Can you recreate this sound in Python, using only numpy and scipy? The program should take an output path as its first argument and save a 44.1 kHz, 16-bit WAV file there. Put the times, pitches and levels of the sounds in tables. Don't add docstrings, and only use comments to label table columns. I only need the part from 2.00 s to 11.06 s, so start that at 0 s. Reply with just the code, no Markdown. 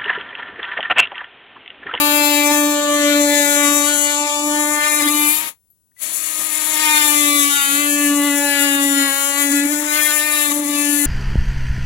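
import sys
import numpy as np
from scipy import signal
from scipy.fft import rfft, irfft, next_fast_len
from scipy.io import wavfile
from scipy.ndimage import uniform_filter1d, map_coordinates

SR = 44100
rng = np.random.default_rng(int(sys.argv[2]) if len(sys.argv) > 2 else 0)


def wav_out(sig):
    wavfile.write(sys.argv[1], SR, np.round(np.clip(np.atleast_2d(sig).T, -1, 1) * 32767).astype(np.int16))


N = 399546


def amp(db):
    return 10 ** (np.asarray(db) / 20)


def unit(x):
    return x / np.sqrt(np.mean(x ** 2) + 1e-20)


def seconds():
    return np.arange(N) / SR


def colour(points, hz):
    f, db = np.transpose(points)
    return amp(np.interp(np.log(hz + 1), np.log(f), db))


def curves(rows):
    s, *cols = np.vstack(rows).T
    return [np.interp(seconds(), s, c) for c in cols]


def wobble(rate, at):
    return map_coordinates(rng.standard_normal(4096), [at * rate], mode="mirror")


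def bumps(events, length_s):
    t = seconds()
    return sum(strength * np.exp(-((t - s) / length_s) ** 2) for s, strength in events)


def spells(events, edge_s):
    t = seconds()
    total = 0
    for start, end, strength in events:
        inside_s = np.minimum(t - start, end - t)
        total = total + strength * np.clip(.5 + inside_s / edge_s, 0, 1)
    return total


def filtered(x, response):
    m = next_fast_len(N + 8192, True)
    return irfft(rfft(x, m) * response(np.fft.rfftfreq(m, 1 / SR)), m)[..., :N]


def band(hz, low_hz, high_hz):
    return 1 / np.sqrt((1 + (low_hz / (hz + 1)) ** 40) * (1 + (hz / high_hz) ** 40))


# (frequency [Hz], right minus left [dB])
PORT_SHADOW = [(150, -7), (600, 3.5), (1200, -6), (2000, -14.5), (3000, -15.5), (4000, -16), (5200, -22.5),
               (7000, -25), (10000, -32.5), (13000, -24), (15800, -34)]


def ports(hz):
    right = colour(PORT_SHADOW, hz)
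    return np.array([np.ones_like(right), right])


def steady(pair):
    power = uniform_filter1d((pair ** 2).mean(0), SR // 30)
    return pair / np.sqrt(np.abs(power) + 1e-20)


# (time [s], stroke rate [strokes/s])
STROKE_RATE = [(0, 294), (.5, 293), (.75, 293.4), (1.4, 288.5), (2.14, 291.7), (2.9, 299), (3.03, 297),
               (3.28, 297), (3.43, 310), (4.24, 314), (4.82, 306), (5.4, 287.7), (5.7, 280), (5.8, 291),
               (6.79, 282.6), (7.11, 276), (7.42, 284.5), (7.6, 283), (7.8, 298), (8.28, 302),
               (8.53, 291.6), (9.06, 289)]


def stroke_rate():
    return curves(STROKE_RATE)[0]


EASE_S, EASE_DB = .05, -5
# (time [s], depth [0-1])
EASE_MOMENTS = [(2.28, 0.32), (7.67, .6), (7.83, 0.8), (8.6, 0.7), (8.69, .5)]


def easing():
    return bumps(EASE_MOMENTS, EASE_S)


BITING_HZ, FREE_HZ = 294, 310.9
BITING_RATTLE, FREE_RATTLE, EASE_RATTLE = .3, .9, 0.66


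def looseness():
    free = np.clip((stroke_rate() - BITING_HZ) / (FREE_HZ - BITING_HZ), 0, 1)
    loose = BITING_RATTLE + (FREE_RATTLE - BITING_RATTLE) * free
    return np.clip(loose + EASE_RATTLE * easing(), 0, 1)


SNAG_S, SNAG_DB, SNAG_KNOCK_DB, SNAG_RUMBLE_DB, SNAG_RATTLE = .02, 0.5, 2, 7.5, 0.9
# (time [s], strength [0-1])
SNAG_MOMENTS = [(.53, 0.4), (2.86, .2), (3.019, 1), (3.081, 0.68), (4.41, 1), (4.981, .4), (7.52, .88),
                (7.732, .6), (8.512, 1)]


def snagging():
    return bumps(SNAG_MOMENTS, SNAG_S)


BOUNCE_EDGE_S, BOUNCE_DB, BOUNCE_BLADE_DB, BOUNCE_RUMBLE_DB, BOUNCE_FLUTTER_DB = .015, 0.5, -0.5, 1.5, 1
# (start [s], end [s], strength [0-1])
BOUNCE_BOUTS = [(2.83, 3.12, 0.6), (4.94, 5.15, .8), (7.955, 8.475, .8)]


def bouncing():
    return spells(BOUNCE_BOUTS, BOUNCE_EDGE_S)


OFF_S, ON_S = 3.485, 4.025
STOP_DB_PER_S, COAST_DB_PER_S, START_DB_PER_S = 518.5, 376, 595


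def running(stop_db_per_s):
    t = seconds()
    stopping_db = stop_db_per_s * (OFF_S - t)
    starting_db = START_DB_PER_S * (t - ON_S)
    return amp(np.minimum(0, np.maximum(stopping_db, starting_db)))


# (time [s], level [dB])
SWING_HUM = [
    [(0.06, -23.5), (0.67, -18), (0.81, -25), (1.19, -16.5), (1.5, -25), (1.68, -19), (2.13, -31.5),
     (2.24, -27), (2.29, -40), (2.46, -22), (2.79, -28), (2.82, -37.5), (3.05, -23), (3.26, -24.5),
     (3.45, -48), (3.46, -54)],
    [(4.08, -57), (5.27, -22.5), (5.47, -25.5), (5.63, -42.5), (5.73, -25), (6.19, -16.5), (6.56, -27),
     (6.65, -21.5), (7.01, -18.5), (7.16, -37), (7.34, -33), (7.53, -16.5), (8.12, -36), (8.46, -31.5),
     (8.5, -23.5), (9.06, -21)],
]
# (time [s], second order level [dB], third order level [dB])
SWING_OVERTONES = [
    [(0.0, -29, -26.5), (0.53, -24.5, -27), (1.08, -20.5, -43), (1.31, -21.5, -29), (1.85, -29, -31.5),
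     (2.64, -31.5, -27), (2.91, -33, -36), (3.32, -47.5, -34.5), (3.46, -53, -42.5)],
    [(4.05, -55.5, -67), (4.94, -41, -26), (5.36, -36, -49), (5.6, -53, -36), (5.82, -36, -46),
     (6.46, -30, -31.5), (6.94, -35, -37), (8.79, -36.5, -42.5), (9.06, -42.5, -39)],
]


def swing(turns, rattle):
    t = seconds()
    hum = np.zeros((2, N))
    for k, db in enumerate(curves(SWING_HUM) + curves(SWING_OVERTONES), 1):
        flutter_db = 2.54 * rattle * wobble(70, t) + .5 * k * wobble(14, t)
        slip = rattle * (0.096 * wobble(13, t) + 0.0079 * wobble(60, t))
        apart = (k / 3) ** 2
        lag = np.array([[0], [1]]) * (0.034 + 0.062 * apart * wobble(1.986, t))
        left_db = .7 - 1.3 * (k > 1) + 1.5 * apart * wobble(2, t)
        port_db = 1.2 * apart + np.array([left_db, -left_db])
        phase = 2 * np.pi * k * (turns + slip - lag)
        hum += np.sqrt(2) * amp(db + flutter_db + port_db) * np.sin(phase)
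    return hum


def scrape(turns, depth):
    return unit(rng.standard_normal((2, N)) * (1 + depth * np.cos(2 * np.pi * turns)))


# (time [s], knock [Hz], rasp [Hz])
CONTACT_RESONANCES = [(0, 1300, 2620), (.55, 1664, 2580), (.95, 1176, 3085), (1.25, 1700, 3570),
                      (1.8, 1250, 3700), (2.3, 1250, 2437), (2.85, 1194, 2430), (3.1, 1650, 2340),
                      (4.9, 1400, 2480), (5.3, 1140, 3450), (5.75, 1716, 2903), (7.1, 1790, 2830),
                      (7.35, 1130, 3300), (7.7, 1704, 2314), (8, 1230, 2390), (8.25, 1767, 2365),
                      (9.06, 1830, 2840)]


def buzz(turns, rattle, bounce, wander, lift_db, count):
    t = seconds()
    knots = t[::32]

    def chance(rate):
        return wobble(rate, knots) + 1j * wobble(rate, knots)

    def bump(hz, width_hz):
        return np.exp(-(hz / width_hz) ** 2)

    controls = [rattle, bounce, stroke_rate()] + curves(CONTACT_RESONANCES)
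    loose, bounces, speed_hz, knock_hz, rasp_hz = (np.interp(knots, t, c) for c in controls)
    stroke = np.exp(2j * np.pi * turns)
    order = stroke ** 3
    out = np.zeros((2, N))
    for k in range(4, count):
        order = order * stroke
        near = bump(k * speed_hz - knock_hz, 210) + bump(k * speed_hz - rasp_hz, 300)
        bite = 1 + wander * (chance(4) + .9 * chance(15)) + (.35 * loose + .5 * bounces) * chance(40)
        shake = loose ** 1.5 * (k / 8) * (1.1 * chance(50) + .35 * chance(130))
        resonance = amp(lift_db * near * (1.5 - loose ** 2 + .4 * bounces))
        left = resonance * (bite + shake) * np.exp(.09j * k * k)
        right_phase = 1.21 * wobble(1.507, knots) - 1.6
        right = left * (1 + 2.23 * chance(2.063)) * np.exp(1j * right_phase)
        out += [(np.interp(t, knots, gain) * order).real for gain in (left, right)]
    return unit(out)


KNOCK_DB, RASP_DB = 3.5, 3
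# (frequency [Hz], gain [dB])
PLASTIC_BODY = [(1170, -4), (1460, -9), (1750, -1.5), (2050, -2), (2350, 1.5), (2750, -1.5), (3200, -2),
                (3700, 0), (4200, -3), (4700, -8), (5300, -7)]
# (time [s], knock level [dB], rasp level [dB])
PLASTIC_BUZZ = [
    [(0.04, -24, -21.5), (0.38, -31.5, -22.5), (0.57, -28, -28), (0.76, -29.5, -28.5), (0.95, -24, -28.5),
     (1.08, -28, -26), (1.67, -24.5, -27.5), (2.36, -33.5, -29.5), (2.8, -24, -32), (2.82, -23.5, -28),
     (3.33, -29.5, -26), (3.44, -38.5, -35.5)],
    [(4.08, -43, -37.5), (4.51, -39, -35.5), (4.95, -25.5, -22.5), (6.38, -29.5, -31.5),
     (6.6, -26.5, -26.5), (7.48, -29, -31), (7.8, -31.5, -34), (8.0, -25, -26), (8.41, -29, -29.5),
     (8.66, -35, -36.5), (8.75, -33.5, -30), (9.06, -31.5, -34.5)],
]


def plastic(turns, rattle, snag, bounce):
    t = seconds()
    knock_db, rasp_db = curves(PLASTIC_BUZZ)
    rub = (.04 + .17 * rattle + 2.2 * looseness() ** 6) * scrape(turns, depth=.6)
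    tones = buzz(turns, rattle, bounce, wander=0.5, lift_db=4.0, count=19)

    def body(drive, low_hz, high_hz):
        return filtered(drive, lambda hz: colour(PLASTIC_BODY, hz) * band(hz, low_hz, high_hz) * ports(hz))

    knock = body(tones + rub, 1075, 2088)
    rasp = body(tones + 2 * rub, 2146, 6530)
    grab_db = 1.3 * wobble(12, t) + bounce * (BOUNCE_DB + BOUNCE_FLUTTER_DB * wobble(45, t))
    knock_gain = amp(knock_db + KNOCK_DB + SNAG_KNOCK_DB * snag)
    rasp_gain = amp(rasp_db + RASP_DB)
    return amp(grab_db) * (knock_gain * steady(knock) + rasp_gain * steady(rasp))


def pulses(times, sizes):
    at = times.reshape(-1, 1) * SR
    taps = np.floor(at) + np.arange(-7, 9)
    shape = np.sinc(taps - at) * np.cos(np.pi * (taps - at) / 16) ** 2
    places = np.clip(taps, 0, N).astype(int)
    return np.bincount(places.ravel(), (shape * sizes.reshape(-1, 1)).ravel(), N + 1)[:N]


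def teeth(turns, rattle, scatter_s, drift, size_db, fall_db, count):
    t = seconds()
    strokes = np.arange(int(turns[-1]))
    starts = np.interp(strokes, turns, t)
    loose = np.interp(starts, t, rattle)
    times, sizes = [], []
    for tooth in range(count):
        place = tooth / count + 0.0583 * wobble(.5, starts) + drift * wobble(6, starts)
        jitter_s = scatter_s * loose * rng.standard_normal(len(starts))
        times.append(np.interp(strokes + place, turns, t) + jitter_s)
        uneven_db = size_db * loose * rng.standard_normal(len(starts))
        force_db = fall_db * tooth + 0.98 * wobble(12, starts) + uneven_db
        sizes.append((-1) ** tooth * amp(force_db))
    return unit(pulses(np.array(times), np.array(sizes)))


def bay(x, spread_s):
    t = np.arange(2048) / SR
    tail = rfft(rng.standard_normal((2, len(t))) * np.exp(-t / spread_s))
    smear = np.roll(irfft(tail / np.abs(tail)), 256, axis=1)
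    return signal.fftconvolve(x, smear, axes=1)[:, 256:256 + N]


RING_DB, HISS_DB = 2.5, 3
# (frequency [Hz], gain [dB])
BLADE_MODES = [(5200, -7), (6000, -5), (6600, 2), (7300, 4), (7900, 0.5), (8500, -12.5), (9100, -6.5),
               (9900, 1.5), (10900, -9.5), (11600, -3.5), (12500, -8.5), (13700, -7.5), (15000, -12.5),
               (15800, -12.5)]
# (time [s], ring level [dB], hiss level [dB])
BLADE_SOUND = [
    [(0.0, -28, -21), (0.56, -23.5, -25), (0.69, -28, -27), (0.76, -27.5, -34.5), (1.54, -22.5, -24),
     (2.1, -21, -25.5), (2.21, -25, -33), (3.34, -28, -19.5), (3.46, -35.5, -28.5)],
    [(4.08, -32.5, -27.5), (5.16, -23, -20), (6.13, -28, -25.5), (6.78, -27, -23), (7.88, -26, -26),
     (7.99, -25.5, -19), (8.7, -30, -25.5), (8.84, -26.5, -23), (9.06, -29.5, -23)],
]
# (time [s], lift [dB])
EDGE_LIFT = [(0, 10), (1.2, 2.5), (2.9, -4), (3.35, 3.5), (4.1, -2), (7.6, -1.5), (8.05, 1), (9.06, -4)]


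def blade(turns, rattle):
    t = seconds()
    ring_db, hiss_db = curves(BLADE_SOUND)
    blows = teeth(turns, rattle, scatter_s=.000028, drift=.004, size_db=3.5, fall_db=-1, count=7)
    rub = (.05 + 1.1 * rattle + .7 * rattle ** 3) * scrape(turns, depth=.5)
    drive = bay(blows + rub, spread_s=.0008)

    def steel(low_hz, high_hz):
        return filtered(drive, lambda hz: colour(BLADE_MODES, hz) * band(hz, low_hz, high_hz) * ports(hz))

    ring = steel(5400, 8700)
    hiss = steel(8700, 10700) + amp(curves(EDGE_LIFT)[0]) * steel(10900, 17000)
    grab_db = 1.2 * wobble(24, t) + .5 * wobble(110, t) + 0.52 * wobble(300, t)
    ring_gain = amp(ring_db + RING_DB + grab_db + 1.2 * wobble(35, t))
    hiss_gain = amp(hiss_db + HISS_DB + grab_db + 0.91 * wobble(35, t))
    return ring_gain * steady(ring) + hiss_gain * steady(hiss)


MOTOR_DB, FREE_RUMBLE_DB = -43, -3.5
# (frequency [Hz], gain [dB])
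HOUSING_BODY = [(25, -25), (70, -9), (140, -4), (280, 1.5), (430, -6.5), (800, -3), (1100, -1), (1800, -18)]


def motor(snag, bounce):
    air = rng.standard_normal(N) + 1.5 * rng.standard_normal((2, N))
    rumble = unit(filtered(air, lambda hz: colour(HOUSING_BODY, hz) * ports(hz)))
    load_db = SNAG_RUMBLE_DB * snag + BOUNCE_RUMBLE_DB * bounce + FREE_RUMBLE_DB * looseness()
    swell_db = 2.0 * wobble(10, seconds())
    return amp(MOTOR_DB + load_db + swell_db) * rumble


# (frequency [Hz], gain [dB])
AIR_COLOUR = [(15, -44.5), (25, -17), (59, 0.5), (200, -11), (604, -26), (1430, -29), (2330, -34.5),
              (2730, -30.5), (4820, -28.5), (8730, -17.5), (11700, -14), (15800, -29.5)]


def ambient():
    air = rng.standard_normal((2, N))
    return amp(-65.0) * unit(filtered(air, lambda hz: colour(AIR_COLOUR, hz) * ports(hz)))


WHINE_DB = -43
FREE_FROM_S, FREE_TO_S, WHINE_FADE_S = 3.5, 5, .08


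def whine(pitch_hz, flicker_db):
    t = seconds()
    free = spells([(FREE_FROM_S, FREE_TO_S, 1)], WHINE_FADE_S)
    level = amp(WHINE_DB + flicker_db * wobble(30, t)) * free
    return level * np.sin(2 * np.pi * pitch_hz * t + 1.2 * wobble(220, t)) * amp([[6], [-10]])


# (time [s],
# level [dB], pitch [Hz], 60 dB fade [s])
RESTART_PINGS = [(3.702, -48, 11930, 0.14), (3.917, -59, 1850, .04), (3.966, -49, 1990, 0.28)]


def tinks():
    t = seconds()
    out = np.zeros(N)
    for s, db, hz, t60 in RESTART_PINGS:
        age = np.maximum(t - s, 0)
        out += amp(db - 60 * age / t60) * np.sin(2 * np.pi * hz * age)
    return out * amp([[3], [-8]])


def scene():
    snag, bounce = snagging(), bouncing()
    rattle = np.clip(looseness() + SNAG_RATTLE * snag, 0, 1.2)
    turns = np.cumsum(stroke_rate() + 2.5 * rattle * wobble(35, seconds())) / SR
    contact = amp(SNAG_DB * snag + EASE_DB * easing())
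    sawn_plastic = plastic(turns, rattle, snag, bounce)
    sawing_blade = amp(BOUNCE_BLADE_DB * bounce) * blade(turns, rattle)
    cutting = contact * (sawn_plastic + sawing_blade)
    head = swing(turns, rattle) + cutting + whine(pitch_hz=4430, flicker_db=1)
    tool = running(STOP_DB_PER_S) * head + running(COAST_DB_PER_S) * motor(snag, bounce)
    return tool + ambient() + tinks()


TOP_HZ = 15800


def record(dry):
    return filtered(np.clip(dry, -1, 1), lambda hz: hz < TOP_HZ)


dry = scene()
out = record(dry)
wav_out(out)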